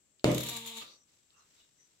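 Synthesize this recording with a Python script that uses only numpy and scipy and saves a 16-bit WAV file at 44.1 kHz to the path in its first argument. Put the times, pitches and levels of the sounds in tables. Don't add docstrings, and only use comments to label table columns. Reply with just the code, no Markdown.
import sys
import numpy as np
from scipy import signal
from scipy.fft import rfft, irfft
from scipy.io import wavfile
from scipy.ndimage import uniform_filter1d

SR = 44100
rng = np.random.default_rng(int(sys.argv[2]) if len(sys.argv) > 2 else 0)


def dump(signal):
    limited = np.clip(np.atleast_2d(signal).T, -1, 1)
    pcm = np.round(limited * 32767).astype(np.int16)
    wavfile.write(sys.argv[1], SR, pcm)


N = 88200
T = np.arange(N) / SR
SLAP_S = 0.2432


# (frequency [Hz], level [dB])
SKIN_CRACK = [(300, -14), (1000, 2), (1700, 4.5), (2200, 5.5), (3100, 0.5), (3600, -2.5), (4400, 7.5),
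              (5400, -9), (7200, 5.5), (9000, -17.5), (16000, -13.5)]
# (frequency [Hz], left minus right [dB])
SLAP_BALANCE = [(700, 0.5), (2400, -8), (4400, 5.5), (8000, 21.5), (15000, 19.5)]
def slap(push_s=0.001194, rebound_s=0.00083, crack_s=0.0023, right_mic_lag_s=0.0002):
    push = amp(-16) * arch(SLAP_S, push_s)
    rebound = amp(-9) * arch(SLAP_S + push_s, rebound_s)
    burst = rng.standard_normal(N) * np.sqrt(abs(arch(SLAP_S, crack_s)))
    direct = rebound - push + amp(-20.5) * colour(burst, SKIN_CRACK)
    mics = np.vstack([direct, delay(direct, right_mic_lag_s)])
    return room(pan(mics, SLAP_BALANCE), wet_db=-9.5)


# (frequency [Hz], level [dB], t60 [s])
TABLE_MODES = [(71.27, -17.5, 0.7), (107.6, -5.5, 0.31), (127.1, 1.5, 0.59), (164.5, -0.5, 0.44),
               (195.2, -3.5, .45), (226.9, -2, 0.519), (261.8, -5, .4), (302.8, 1, 0.47), (344, -6.5, 0.35),
               (380, -5.5, 0.16), (423.7, -6, 0.3), (499.2, -11, 0.23), (596, 0.5, 0.34), (691, -10.5, 0.2),
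               (1041, -16.5, .3)]
# (frequency [Hz], level [dB])
BOOM_SPECTRUM = [(30, -30.5), (80, -12.5), (140, -2.5), (300, -0.5), (620, 2), (780, -14), (1200, -12.5),
                 (1550, -24), (2200, -13.5), (4000, -24.5), (8000, -28), (16000, -46.5)]
# (frequency [Hz], t60 [s])
BOOM_DECAY = [(80, .55), (500, 0.46), (1500, 0.28), (8000, 0.6)]
# (frequency [Hz], left minus right [dB])
BOOM_BALANCE = [(100, -3.5), (700, -1), (1300, -5.5), (2400, -7.5), (4400, 3.5), (8000, 9)]
# (time [s], boom gain [dB], mode gain [dB])
TABLE_BLOWS = [(0.2442, 0.5, 0.5), (0.8143, -37, -58)]
def table(rise_s=0.021):
    modes = sum((-1) ** k * amp(db) * ring(hz, t60) for k, (hz, db, t60) in enumerate(TABLE_MODES))
    modes = amp(-25) * modes * (1 - np.exp(-T / rise_s))
    boom = amp(-29.5) * pan(colour(tail(BOOM_DECAY, hold_s=0.063), BOOM_SPECTRUM), BOOM_BALANCE)
    return sum(delay(amp(boom_db) * boom + amp(mode_db) * modes, s)
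               for s, boom_db, mode_db in TABLE_BLOWS)


# (time [s], speed [turns/s])
MOTOR_SPEED = [(.3, 249), (.46, 236), (.556, 230.5), (.752, 227.6), (.82, 226), (1.0, 270)]
# (time [s], hum level [dB], tapping level [dB])
MOTOR_LEVELS = [(.27, -70, -42.5), (.3, -70, -54.5), (.37, -62.5, -44), (.5, -50.5, -43), (.525, -52, -42),
                (.57, -48.5, -40.5), (.595, -52, -44.5), (.645, -51.5, -48), (.675, -52, -42.5),
                (.74, -54, -47), (.785, -49.5, -43), (.815, -60.5, -47.5), (.86, -74, -58),
                (.92, -100, -64.5), (1.02, -115, -85)]
# (frequency [Hz], left minus right [dB])
ROBOT_BALANCE = [(700, -3), (1500, -4.5), (3000, -4), (4000, 3), (5500, 5), (8000, 10.5), (10000, 4.5),
                 (14000, 14)]
def motor(waver=0.005):
    turns = np.cumsum(curve(MOTOR_SPEED) * (1 + waver * drift(samples=1000))) / SR
    hum_db, tap_db = curve(MOTOR_LEVELS), curve(MOTOR_LEVELS, column=2)
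    taps = room(foot_taps(turns) * amp(tap_db), wet_db=-9.5)
    drone = room(hum(turns, tap_db) * amp(hum_db), wet_db=-16)
    return (drone + pan(taps, ROBOT_BALANCE)) * (T > SLAP_S)


# (frequency [Hz], level [dB])
LEG_SPECTRUM = [(550, -26), (800, -12.5), (1150, -8), (1550, -20.5), (2300, -4.5), (3000, -2), (4000, -3.5),
                (4700, -13), (6000, -9.5), (7400, -3), (9500, -14.5), (15500, -18.5)]
# (time [s], frequency [Hz])
LEG_FLEX = [(.38, 3530), (.48, 3920), (.58, 3720), (.7, 3500), (.78, 3750)]
def foot_taps(turns, jitter_s=0.00011, spread_db=0.5, second_foot_db=-9, leg_t60=0.018, grit_s=0.002):
    times = T[1:][np.diff(np.floor(2 * turns)) > 0]
    foot = np.arange(len(times)) % 2
    force_scatter, time_scatter = rng.standard_normal((N, 2))[:len(times)].T
    times = times + jitter_s * time_scatter
    sizes = amp(spread_db * force_scatter + second_foot_db * foot)
    clicks = np.zeros((2, 1, N))
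    clicks[foot, 0, np.clip(times * SR, 0, N - 1).astype(int)] = sizes
    foot_rings = rng.standard_normal((2, 2, N)) * decay(T, leg_t60)
    ringing = unit(signal.fftconvolve(clicks, foot_rings, axes=2).sum(0)[:, :N])
    grit = amp(-1) * unit(contacts(times, sizes, grit_s))
    board = unit(colour(ringing + grit, LEG_SPECTRUM))
    legs = resonate(contacts(times, sizes, grit_s), curve(LEG_FLEX), width_hz=720)
    return unit(board + amp(-0.5) * legs)


# (multiple of the spin [1], level [dB], gain with tapping [dB/dB])
HUM_ORDERS = [(1, -2.5, 0), (2, -4.5, 0), (3, -13, 1.9), (4, -4.5, .6), (5, -9, .8), (10, -14, .8)]
def hum(turns, tap_db, neutral_tap_db=-44.5, flutter_db=3, wander_cycles=0.09):
    bite_db = np.clip(tap_db - neutral_tap_db, -10, 10)
    tone = np.zeros((1, N))
    for order, db, bite_gain in HUM_ORDERS:
        phase = order * turns + rng.random() + wander_cycles * (order > 2) * drift(samples=600)
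        swell_db = bite_gain * (bite_db + flutter_db * drift(samples=700))
        tone += amp(db + swell_db) * np.sin(2 * np.pi * phase)
    return tone


# (time [s], gap between knocks [s], knocks [count], level [dB])
HOP_FITS = [(.3160, 0.001, 2, -5), (0.3462, 0.0024, 3, 0), (0.3801, .0028, 2, 2.5),
            (0.4054, 0.0029, 3, -1.5), (0.4342, 0.0037, 2, -0.5), (0.4632, 0.0036, 3, -3.5),
            (.4880, 0.0037, 4, 0.5), (0.5353, 0.0049, 2, -9.5), (0.5661, 0.0034, 3, -3.5),
            (0.6611, .0043, 7, -7.5), (.7700, .0044, 4, -8)]
# (frequency [Hz], level [dB])
KNOCK_SPECTRUM = [(500, -15), (1700, -8), (3000, -2.5), (3900, 2.5), (5000, -8.5), (7300, 1.5), (8500, -7),
                  (10000, -10.5), (11300, -3), (12200, -7.5), (12900, -1.5), (15000, -10.5)]
def clatter(gain_db=-14, fade_db=1):
    times, sizes = [], []
    for start, gap, count, db in HOP_FITS:
        knock = np.arange(round(count))
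        times.extend(start + knock * gap)
        sizes.extend(amp(gain_db + db - fade_db * abs(knock - 1)))
    knocks = colour(contacts(times, sizes, ring_s=0.0013), KNOCK_SPECTRUM)
    return pan(room(knocks, wet_db=-3.5), ROBOT_BALANCE)


# (time [s], level [dB])
TOUCHDOWNS = [(0.813, -21.5), (0.8217, -20)]
# (frequency [Hz], level [dB])
LANDING_SPECTRUM = [(100, 0), (500, 0.5), (800, 0.5), (1200, 9), (1800, -1.5), (2700, 8), (6500, -3),
                    (15000, -26.5)]
def landing():
    s, db = np.transpose(TOUCHDOWNS)
    feet = colour(contacts(s, amp(db), ring_s=0.011), LANDING_SPECTRUM)
    return pan(room(feet, wet_db=-5), ROBOT_BALANCE)


# (time [s], frequency [Hz], level [dB], t60 [s])
WIRE_TINKLES = [(1, 5850, -65, 0.15), (1.4, 4100, -71, 0.22), (1.6, 2870, -67, 0.27),
                (1.34, 2750, -70, 0.43), (1.785, 2000, -70.5, 0.16)]
def wires(rise_s=0.0025):
    tinkles = np.zeros((2, N))
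    for start, hz, db, t60 in WIRE_TINKLES:
        age = np.maximum(T - start, 0)
        shiver = resonate(rng.standard_normal((2, N)), hz, width_hz=170)
        tinkles += amp(db) * shiver * decay(age, t60) * (1 - np.exp(-age / rise_s))
    return pan(tinkles, ROBOT_BALANCE)


# (peak time [s], spread [s], frequency [Hz], width [Hz], level [dB])
RUB_STROKES = [(.895, 0.031, 3770, 400, -60.5), (.905, 0.04, 4480, 650, -60.5),
               (.92, 0.059, 5900, 706, -65.5), (1.395, 0.038, 1250, 406, -69),
               (1.39, 0.019, 6100, 1200, -67), (1.61, .035, 3750, 600, -69.5),
               (1.825, .035, 6000, 398, -67.5)]
def rubs():
    strokes = np.zeros((2, N))
    for peak, spread, hz, width, db in RUB_STROKES:
        swell = np.exp(-0.5 * ((T - peak) / spread) ** 2)
        strokes += amp(db) * swell * resonate(diffuse(), hz, width)
    return pan(strokes, ROBOT_BALANCE)


# (time [s], level [dB])
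HAND_TICKS = [(0.1954, -37.5), (.207, -46), (1.3050, -42.5)]
# (frequency [Hz], level [dB])
TICK_SPECTRUM = [(500, -18), (2000, -16.5), (2800, 2), (4500, 5.5), (7000, -18.5), (15000, -24.5)]
# (time [s], level [dB])
SLIDE_LEVEL = [(.95, -110), (1.1, -71), (1.28, -79), (1.48, -71), (1.6, -67.5), (1.69, -77), (2.0, -75)]
# (frequency [Hz], level [dB])
SKIN_HISS = [(200, -4.5), (900, -7), (2000, -3.5), (3000, -4), (3800, -3.5), (4800, -2.5), (6000, 0),
             (9000, -14), (15000, -16.5)]
# (frequency [Hz], left minus right [dB])
AMBIENT_BALANCE = [(200, -0.5), (1500, -4), (4000, -3), (8000, 8.5), (15000, -1)]
def fingers(grain_db=2):
    s, db = np.transpose(HAND_TICKS)
    ticks = room(colour(contacts(s, amp(db), ring_s=0.0014), TICK_SPECTRUM), wet_db=-7)
    grain = unit(uniform_filter1d(rng.standard_normal(N), size=300))
    slide = colour(diffuse(), SKIN_HISS) * amp(curve(SLIDE_LEVEL) + grain_db * grain)
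    return pan(ticks + slide, AMBIENT_BALANCE)


# (frequency [Hz], level [dB])
HUSH_SPECTRUM = [(30, -14), (60, 0), (120, 1), (300, -2.5), (550, -6), (900, -12.5), (3000, -10),
                 (4500, -11.5), (6000, -9.5), (10000, -19.5), (15500, -22)]
# (frequency [Hz], level [dB])
WHINE_SPECTRUM = [(4000, -47), (7350, -12.5), (7580, -4.5), (7800, -9.5), (10000, -42)]
def room_tone():
    whine = colour(rng.standard_normal((2, N)), WHINE_SPECTRUM) * amp([[-70.5], [-87]])
    return amp(-76) * pan(colour(diffuse(), HUSH_SPECTRUM), AMBIENT_BALANCE) + whine


# (frequency [Hz], t60 [s])
ROOM_DECAY = [(150, 0.32), (1000, 0.452), (4000, 0.24), (8000, 0.15), (15000, 0.284)]
def room(x, wet_db, build_s=0.0035):
    echo = unit(tail(ROOM_DECAY) * np.minimum(T / build_s, 1)) / np.sqrt(N)
    return x + amp(wet_db) * signal.fftconvolve(x, echo, axes=1)[:, :N]


# (frequency [Hz], coherence [0-1])
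MIC_COHERENCE = [(100, 0.35), (300, 0.85), (600, 0.23), (1200, .1), (8000, 0.017)]
def diffuse():
    left, other = rfft(rng.standard_normal((2, N)))
    likeness = read(MIC_COHERENCE, np.fft.rfftfreq(N, 1 / SR))
    right = likeness * left + np.sqrt(1 - likeness ** 2) * other
    return irfft(np.array([left, right]), N)


def tail(t60s, hold_s=0):
    hz, t, bands = signal.stft(diffuse(), SR, nperseg=512)
    fade = decay(np.maximum(t - hold_s, 0), read(t60s, hz)[:, None])
    return signal.istft(bands * fade, SR)[1][:, :N]


def contacts(times, sizes, ring_s):
    hits = np.zeros(N)
    samples = np.round(np.asarray(times) * SR).astype(int)
    np.add.at(hits, np.clip(samples, 0, N - 1), np.square(sizes))
    pole = np.exp(-2 / (ring_s * SR))
    energy = signal.lfilter([1 - pole], [1, -pole], hits + 1e-20)
    return np.sqrt(energy) * rng.standard_normal((2, N))


def resonate(x, hz, width_hz):
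    carrier = np.exp(2j * np.pi * np.cumsum(hz * np.ones(N)) / SR)
    pole = np.exp(-np.pi * width_hz / SR)
    return unit((carrier * signal.lfilter([1], np.poly([pole, pole]), x / carrier)).real)


def colour(x, points):
    log_gain = np.log(amp(read(points, abs(np.fft.fftfreq(4096, 1 / SR)))))
    taps = np.fft.ifft(np.exp(np.conj(signal.hilbert(log_gain)))).real[:2048]
    return signal.fftconvolve(np.atleast_2d(x), taps[None] / np.linalg.norm(taps), axes=1)[:, :N]


def pan(x, points):
    db = read(points, np.fft.rfftfreq(2 * N, 1 / SR))
    gains = amp(np.array([db, -db]) / 2)
    return irfft(rfft(x, 2 * N) * gains / np.sqrt(np.mean(gains ** 2, 0)))[:, :N]


def ring(hz, t60):
    return np.sin(2 * np.pi * hz * T) * decay(T, t60)


def decay(t, t60):
    return np.exp(-np.log(1000) * t / t60)


def arch(start, length):
    return np.sin(np.pi * np.clip((T - start) / length, 0, 1))


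def drift(samples):
    return unit(uniform_filter1d(uniform_filter1d(rng.standard_normal(N), samples), samples))


def delay(x, s):
    return np.pad(x, ((0, 0), (round(s * SR), 0)))[:, :N]


def read(points, hz):
    f, value = np.transpose(points)
    return np.interp(np.log(hz + 1), np.log(f + 1), value)


def curve(rows, column=1):
    rows = np.array(rows)
    return np.interp(T, rows[:, 0], rows[:, column])


def amp(db):
    return 10 ** (np.asarray(db) / 20)


def unit(x):
    return x / np.sqrt(np.mean(x ** 2) + 1e-20)


def scene():
    return slap() + table() + motor() + clatter() + landing() + wires() + rubs() + fingers() + room_tone()


def record(dry, cutoff_hz=15850):
    lowpass = signal.firwin(301, cutoff_hz, window=("kaiser", 8), fs=SR)
    return signal.oaconvolve(dry, lowpass[None], "same")


dry = scene()
out = record(dry)
dump(out)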